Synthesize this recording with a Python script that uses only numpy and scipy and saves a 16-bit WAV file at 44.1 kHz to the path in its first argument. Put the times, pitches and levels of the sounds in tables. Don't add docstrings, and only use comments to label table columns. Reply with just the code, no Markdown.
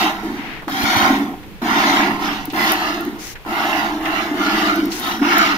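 import sys
import numpy as np
from scipy import signal
from scipy.fft import rfft, irfft, next_fast_len
from scipy.io import wavfile
from scipy.ndimage import uniform_filter1d, map_coordinates

SR = 44100
rng = np.random.default_rng(int(sys.argv[2]) if len(sys.argv) > 2 else 0)


def materialize(psi):
    bounded = np.clip(np.atleast_2d(psi).T, -1, 1)
    quanta = np.round(bounded * 32767).astype(np.int16)
    wavfile.write(sys.argv[1], SR, quanta)


N = 245637
TIME_S = np.arange(N) / SR
EDGE_HZ = 15700
ONSET_S, FADE_BEND = 0.0071, 1.16
SETTLING_DB = -57

# (frequency [Hz], width [Hz], relative level [dB], change per unit of aim [dB],
# left-right balance [dB], phase between the ears [rad])
DEEP_MODES = [(230, 38, -5, -1.5, -1.5, 0), (278, 36, -1, -2.5, -1, 0), (314, 24, 1, 2.5, -1, 0)]
DEPTH_MODES = [(608, 36, -10.5, -9.5, -5, 0.18), (691, 69, -11, 24, -2, 0),
               (763.4, 58, 2.5, -9.5, -1.5, 0.0091), (825, 150, -2, 4, -0.5, 0.32),
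               (939, 61, 1.5, -8, -1, 0.52), (1049.6, 25, -8.5, -7, -16.5, 0.25)]
CROSS_MODES = [(1278, 140, 4, 6.5, 9.5, -2.5), (1402, 110, 3, -7, 0, -3),
               (1724.5, 155, -0.5, 22.5, -1, -1.5), (1885, 190, 10, 2, -2, -2.5),
               (2203, 126, -9, -7.5, 7, -0.5), (2748, 250, -3.5, 6.5, -25, -0.05)]
FIZZ_MODES = [(3080, 220, -1.1, 1, -2, 1), (3320, 320, 1, 0.66, -1, 1.3)]
# (frequency [Hz], relative density [dB per Hz])
CHURN_COLOUR = [(170, -18), (235, -1), (330, 0), (420, -10), (700, -40)]
PLUNGE_COLOUR = [(400, -73), (530, -16), (700, 2), (960, -0.5), (1150, 0), (1600, -51.5)]
SPLASH_COLOUR = [(750, -22), (1050, -4.5), (1400, 6.5), (1570, -2), (2000, 1.5), (2450, -4.5), (2850, -15),
                 (3500, -20.5), (5000, -59)]
FIZZ_COLOUR = [(2000, -25), (3000, -6.5), (3700, 1), (4500, -3.5), (5600, -5), (7000, -12.5), (8200, -27),
               (10000, -23)]
SPRAY_COLOUR = [(3000, -30), (5000, -11), (7000, -5.5), (8300, -14), (9500, -1), (11200, -4), (13000, 3.5),
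                (15500, 0), (16500, -40)]
SHED_COLOUR = [(12, -33), (20, 1.5), (123, -13), (234, -35), (422, -11.5), (590, -23), (2600, -23),
               (13200, -50.5), (16000, -42)]
RUMBLE_COLOUR = [(20, 7.5), (50, -31), (120, 5.0), (200, 7.5), (400, -51)]
GRAZE_COLOUR = [(700, -13), (2000, 2), (3500, -4.5), (6200, 1.0), (8300, -11), (11000, -8.0)]
TICK_COLOUR = [(1000, -25), (4000, -14), (8200, -23), (9600, -8), (13000, 0), (15500, -2)]
BUMP_COLOUR = [(25, -29), (60, -3.5), (150, -2), (260, -11.5), (600, -40)]
# (frequency [Hz], correlation [-1 to 1])
EAR_LIKENESS = [(60, -0.11), (130, 0.94), (280, 0.94), (900, 0.78), (1200, 0.12), (3000, 0.05),
                (6000, -0.16)]
# (time [s], place [about -1 open milk, 1 close to the wall])
AIM = [(0, 0.27), (0.9, -1.42), (2.68, -0.21), (2.88, 0.72), (3.55, 0.19), (3.9, 0.42), (4.07, 0.76),
       (4.62, 0.37), (4.69, 0.99), (4.82, 0.984), (5.06, -0.35), (5.3, -0.53), (5.38, 0.61), (5.47, 0.6),
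       (5.54, -0.26)]
# (start [s], flow [s], time to fade 20 dB [s], gurgle lasts on [s],
# swell over the flow [dB], then levels of churn, plunge, splash, fizz, spray [dB])
SQUIRTS = [(-0.25, 0.31, 0.14, 0, -0.5, -21.5, -20, -18, -23, -35.5),
           (0.13, 0.057, 0.4, 0.0, 0, -33, -32, -30.5, -36.5, -53),
           (0.228, 0.038, 0.44, 0.047, -3.5, -22.5, -33, -34, -42, -62),
           (0.676, 0.39, 0.21, 0.15, 11.5, -23.5, -23, -19, -23.5, -35.5),
           (1.26, 0.081, 0.02, 0.2, -6, -39.5, -33, -38, -59.5, -67),
           (1.614, 0.38, 0.24, 0.1, 4, -21, -20, -16.5, -23.5, -38.5),
           (2.185, 0.086, 0.22, 0.057, -1, -26, -24.5, -19.5, -23, -40),
           (2.531, 0.19, 0.12, 0.0, 0.5, -23.5, -22.5, -16.5, -20.5, -31.5),
           (2.743, 0.1, 0.3051, 0.23, 4, -27, -27, -20.5, -26.5, -41),
           (3.457, 0.34, 0.32, 0.15, 2, -26.5, -23, -21.5, -29.5, -41),
           (3.998, 0.23, 0.24, 0.19, -2, -26.5, -26, -21.5, -30.5, -43.5),
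           (4.336, 0.34, 0.3, 0.18, 1, -22, -25.5, -19.5, -26, -41),
           (4.974, 0.12, 0.15, 0.14, 6, -29, -30, -22.5, -22.5, -33.5),
           (5.213, 0.24, 0.26, 0.069, -5, -22.5, -23.5, -14, -21.5, -39)]
# (starts below full level [dB], build-up [s], share of the swell [ratio],
# outlasts the flow [s], fade speed [ratio])
CHURN_FOLLOWS = (0.34, 0.03, 0.97, 0.0026, 1.43)
PLUNGE_FOLLOWS = (7.3, 0.067, 1.05, 0.011, 0.9)
SPLASH_FOLLOWS = (16.5, 0.045, 0.73, 0.001, 1.07)
FIZZ_FOLLOWS = (18.5, 0.063, 0.13, -0.02, 1.02)
SPRAY_FOLLOWS = (11, 0.055, 0.2, -0.03, 0.85)
# (frequency [Hz], level before panning [dB], t60 [s])
BANGLE = [(3740, -42.5, 1.9), (12750, -45, 0.76)]
# (start [s], end [s], level before panning [dB], top of the hiss [Hz])
GRAZES = [(0.347, 0.624, -31.5, 3024), (3.185, 3.345, -32.5, 16200), (4.902, 5.014, -29.5, 16000)]
# (time [s], level before decay [dB], centre [Hz])
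SLAPS = [(0.622, -30.5, 1120), (0.681, -20, 980), (1.43, -38.5, 1860), (1.619, -29, 900),
         (2.105, -22.5, 950), (2.501, -29.5, 2920), (2.533, -27, 1150), (3.355, -31, 1670),
         (3.45, -34, 1000), (4.055, -19.5, 1860), (4.918, -23.5, 3860)]
# (time [s], envelope peak before the low cut [dB], pitch [Hz])
GULPS = [(0.672, -18, 305), (1.101, -6, 276), (1.616, -17, 241.5), (2.477, -18, 293), (2.527, -19, 320),
         (3.073, -14, 306), (4.311, -12.5, 297), (4.784, -11, 310), (4.825, -11.5, 296), (4.862, -15, 280),
         (5.2, -15, 264), (5.214, -6.5, 272)]
# (time [s], peak before panning [dB])
TICKS = [(0.6983, -23), (0.97, -16), (2.4556, -14.5), (2.525, -22), (2.72, -6), (2.7378, -16),
         (3.0085, -23), (3.052, -23), (4.759, -18.5), (4.8569, -19.5), (4.998, -12.5), (5.382, -5.5)]
# (time [s], level before panning [dB])
BUMPS = [(0.83, -30), (0.962, -32), (1.024, -37)]
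# (start [s], length [s], level before the arch [dB], first pitch [Hz], last pitch [Hz])
HOLES = [(4.65, 0.1, -21, 1450, 1250), (4.75, 0.073, -26.5, 1330, 1300), (5.293, 0.177, -15.5, 1374, 1280),
         (5.471, 0.077, -21, 1460, 1130)]


def amp(db):
    return 10 ** (np.asarray(db) / 20)


def evened(x):
    return x / np.sqrt(np.mean(x ** 2) + 1e-20)


def read(points, hz):
    f, value = np.transpose(points)
    return np.interp(np.log(hz + 1), np.log(f + 1), value)


def landing_place():
    return np.interp(TIME_S, *np.transpose(AIM))


def add(mix, start_s, sound):
    part = mix[:, max(round(start_s * SR), 0):][:, :sound.shape[-1]]
    part += sound[..., :part.shape[1]]


def pan(balance_db):
    return amp([[balance_db / 2], [-balance_db / 2]])


def noise(count):
    return rng.standard_normal((2, count))


def coloured(pair, colour):
    size = next_fast_len(pair.shape[1] + 2048)
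    hz = np.fft.rfftfreq(size, 1 / SR)
    left, other = rfft(pair, size)
    same = np.clip(read(EAR_LIKENESS, hz), -1, 1)
    right = same * left + np.sqrt(1 - same ** 2) * other
    spectrum = np.array([left, right]) * amp(read(colour, hz))
    return evened(irfft(spectrum, size)[:, :pair.shape[1]])


def wander(rate_hz, count=400):
    return np.interp(TIME_S * rate_hz, np.arange(count), rng.standard_normal(count))


def bubbles(per_s, spread_db, wash):
    size = amp(spread_db * np.minimum(rng.exponential(1, (2, N)), 4))
    bursts = rng.random((2, N)) < per_s / SR
    pops = size * rng.choice([-1, 1], (2, N)) * bursts
    return evened(evened(pops) + wash * noise(N))


def pail(drive, modes, drift_db, drift_hz):
    out, power = np.zeros((2, N)), np.zeros(N)
    aim = landing_place()
    for hz, width_hz, db, aim_db, balance_db, phase_rad in modes:
        pole = np.exp((2j * hz - 1.55 * width_hz) * np.pi / SR)
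        delayed = np.roll(drive, rng.integers(0, 200))
        ring = signal.lfilter([1], np.poly([pole, pole]), delayed)
        ears = (ring * np.exp([[0], [-1j * phase_rad]])).real
        gain = amp(db + aim_db * aim + drift_db * wander(drift_hz))
        out += gain * pan(balance_db) * evened(ears)
        power += gain ** 2
    return evened(out / np.sqrt(power))


def echoes(pair, shared, patch_hz, patch_s):
    hz, t, spectrum = signal.stft(pair + shared * pair[::-1], SR, nperseg=1024)
    grid = np.meshgrid(hz / patch_hz, t / patch_s, indexing="ij")
    fields = rng.standard_normal((4, 400, 100))
    paths = np.array([map_coordinates(field, grid, order=2, mode="mirror") for field in fields])
    response = paths[:2] + 1j * paths[2:]
    return evened(signal.istft(spectrum * response, SR, nperseg=1024)[1][:, :N])


def plinks(per_s, decay_cycles, rise, count=24):
    out = np.zeros((2, N))
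    for hz in np.geomspace(800, 3400, count):
        age = np.arange(0, 5, hz / decay_cycles / SR)
        plink = np.exp(-age) * np.sin(2 * np.pi * decay_cycles * (age + rise * age ** 2))
        births = rng.exponential(1, N) * (rng.random(N) < per_s / count / SR)
        out += rng.standard_normal((2, 1)) * signal.oaconvolve(births, plink)[:N]
    return evened(out)


def bounce(pair, delay_s, sway, strength, with_aim):
    share = np.clip(strength + with_aim * landing_place(), 0, .85)
    late_s = TIME_S - delay_s * (1 + sway * uniform_filter1d(wander(13), size=2000))
    echo = np.array([np.interp(late_s, TIME_S, ear) for ear in pair])
    return (pair - share * echo) / np.sqrt(1 + share ** 2)


def low_cut(pair, edge_hz):
    high_pass = signal.butter(N=7, Wn=edge_hz, btype="high", fs=SR, output="sos")
    return signal.sosfilt(high_pass, pair)


def squirts(column, follows, lingers=False):
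    below_db, build_s, swell_share, outlast_s, fade_speed = follows
    power = np.zeros(N)
    for start_s, flow_s, fade_s, gurgle_s, swell_db, *levels_db in SQUIRTS:
        age_s = np.maximum(TIME_S - start_s, 0)
        held_s = max(flow_s + outlast_s + lingers * gurgle_s, ONSET_S)
        build_db = -below_db * np.exp(-age_s / build_s)
        hold_db = swell_share * swell_db * (np.minimum(age_s / held_s, 1) - .5)
        fade_db = -20 * (fade_speed * np.maximum(age_s - held_s, 0) / fade_s) ** FADE_BEND
        level_db = np.maximum(levels_db[column] + build_db + hold_db + fade_db, -120)
        power += (np.minimum(age_s / ONSET_S, 1) * amp(level_db)) ** 2
    return np.sqrt(power)


def churn():
    drive = bubbles(per_s=500, spread_db=2, wash=0.54)
    boom = pail(drive[0], DEEP_MODES, drift_db=2, drift_hz=7)
    boom = boom + amp(-8) * coloured(drive, CHURN_COLOUR)
    loudness = np.sqrt(abs(uniform_filter1d(boom[0] ** 2, size=2600)) + 1e-6)
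    steadied = evened(boom / loudness ** 0.51)
    return squirts(0, CHURN_FOLLOWS, lingers=True) * steadied


def plunge():
    drive = bubbles(per_s=900, spread_db=1.5, wash=0.53)
    cloud = amp(-6.5) * coloured(drive[::-1], PLUNGE_COLOUR)
    modes = pail(drive[0], DEPTH_MODES, drift_db=2.0, drift_hz=8.4)
    return squirts(1, PLUNGE_FOLLOWS) * evened(modes + cloud)


def splash():
    drive = bubbles(per_s=1200, spread_db=1.0, wash=0.65)
    modes = pail(drive[0], CROSS_MODES, drift_db=3.5, drift_hz=11)
    cloud = echoes(coloured(drive, SPLASH_COLOUR), shared=0.47, patch_hz=101.67, patch_s=.1)
    single = plinks(per_s=250, decay_cycles=12, rise=0.01)
    body = modes + amp(-0.5) * pan(-4) * cloud + amp(-8.5) * single
    combed = bounce(body, delay_s=0.0012182, sway=0.061, strength=0.054, with_aim=0.55)
    return squirts(2, SPLASH_FOLLOWS) * evened(combed)


def froth():
    drive = bubbles(per_s=1800, spread_db=2.0, wash=0.4)
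    fizz = echoes(coloured(drive, FIZZ_COLOUR), shared=0.77, patch_hz=140.1, patch_s=.09)
    modes = pail(drive[0], FIZZ_MODES, drift_db=5, drift_hz=6.4)
    return pan(2.5) * squirts(3, FIZZ_FOLLOWS) * evened(fizz + amp(-6) * modes)


def spray():
    mist = coloured(bubbles(per_s=2900, spread_db=2.0, wash=1.0), SPRAY_COLOUR)
    strength = squirts(4, SPRAY_FOLLOWS) + amp(SETTLING_DB)
    return amp(0.72 * wander(18)) * strength * evened(pan(14) * mist)


def bangle():
    ring = np.zeros(N)
    for hz, db, t60_s in BANGLE:
        fade_db = -60 * np.minimum(TIME_S / t60_s, 2)
        ring += amp(db + fade_db) * np.sin(2 * np.pi * hz * TIME_S)
    return pan(7.2) * ring


def shed():
    air = coloured(noise(N), SHED_COLOUR)
    rumble = coloured(noise(N), RUMBLE_COLOUR)
    rumble_db = -45.5 + np.clip(3 * wander(2.32), -6, 6)
    return amp(-39) * air + amp(rumble_db) * pan(-9.5) * rumble


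def grazes():
    out = np.zeros((2, N))
    hiss = coloured(bubbles(per_s=1500, spread_db=1.0, wash=0.84), GRAZE_COLOUR)
    for start_s, end_s, db, top_hz in GRAZES:
        through = np.clip((TIME_S - start_s) / (end_s - start_s), 0, 1)
        arch = np.sqrt(4 * through * (1 - through))
        dulled = signal.sosfilt(signal.butter(N=4, Wn=top_hz, fs=SR, output="sos"), hiss)
        out += amp(db) * arch * evened(dulled)
    return pan(4) * out


def slaps():
    out, t = np.zeros((2, N)), np.arange(6000) / SR
    for start_s, db, hz in SLAPS:
        colour = [(hz / 3, -18), (hz / 1.16, 0), (hz * 1.23, 0), (hz * 5, -32)]
        smack = coloured(noise(len(t)), colour)
        add(out, start_s, amp(db) * smack * np.exp(-t / 0.017))
    return out


def gulps():
    out, t = np.zeros((2, N)), np.arange(6000) / SR
    age = t / 0.0058
    for start_s, db, hz in GULPS:
        add(out, start_s, amp(db) * age * np.exp(1 - age) * np.sin(2 * np.pi * hz * t))
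    return out


def ticks():
    out, t = np.zeros((2, N)), np.arange(2000) / SR
    fade = np.exp(-t / .0011) + .15 * np.exp(-t / .009)
    for start_s, db in TICKS:
        tick = coloured(fade * noise(len(t)), TICK_COLOUR)
        add(out, start_s, amp(db) * pan(17.5) * tick / abs(tick).max())
    return out


def bumps():
    out, t = np.zeros((2, N)), np.arange(4000) / SR
    age = t / 0.0059
    for start_s, db in BUMPS:
        push = coloured(noise(len(t)), BUMP_COLOUR)
        add(out, start_s, amp(db) * pan(-33) * push * age * np.exp(1 - age))
    return out


def holes(overtone, overtone_db, ear_phase_rad):
    out, smooth = np.zeros((2, N)), signal.butter(N=2, Wn=55, fs=SR, output="sos")
    drive = bubbles(per_s=1200, spread_db=3, wash=.4)[0]
    for start_s, length_s, db, first_hz, last_hz in HOLES:
        through = np.linspace(0, 1, round(length_s * SR))
        turns = np.cumsum(first_hz + (last_hz - first_hz) * through) / SR
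        pops = np.resize(drive[round(start_s * SR):][:len(turns)], len(turns))
        rings = []
        for ratio in (1, overtone):
            carrier = np.exp(2j * np.pi * ratio * turns)
            rings.append(signal.sosfilt(smooth, pops * carrier.conj()) * carrier)
        ring = rings[0] + amp(overtone_db) * rings[1]
        ears = (ring * np.exp([[0], [1j * ear_phase_rad]])).real
        add(out, start_s, amp(db) * np.sin(np.pi * through) * evened(ears))
    return out


def scene():
    deep = low_cut(churn() + gulps(), edge_hz=195)
    jets = deep + plunge() + splash() + froth() + spray()
    milk = jets + slaps() + holes(overtone=1.8, overtone_db=-11, ear_phase_rad=2.05)
    return milk + bangle() + shed() + grazes() + ticks() + bumps()


def record(dry):
    low_pass = signal.firwin(511, EDGE_HZ, window=("kaiser", 9), fs=SR)
    return signal.oaconvolve(np.clip(dry, -1, 1), low_pass[None], "same")


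dry = scene()
out = record(dry)
materialize(out)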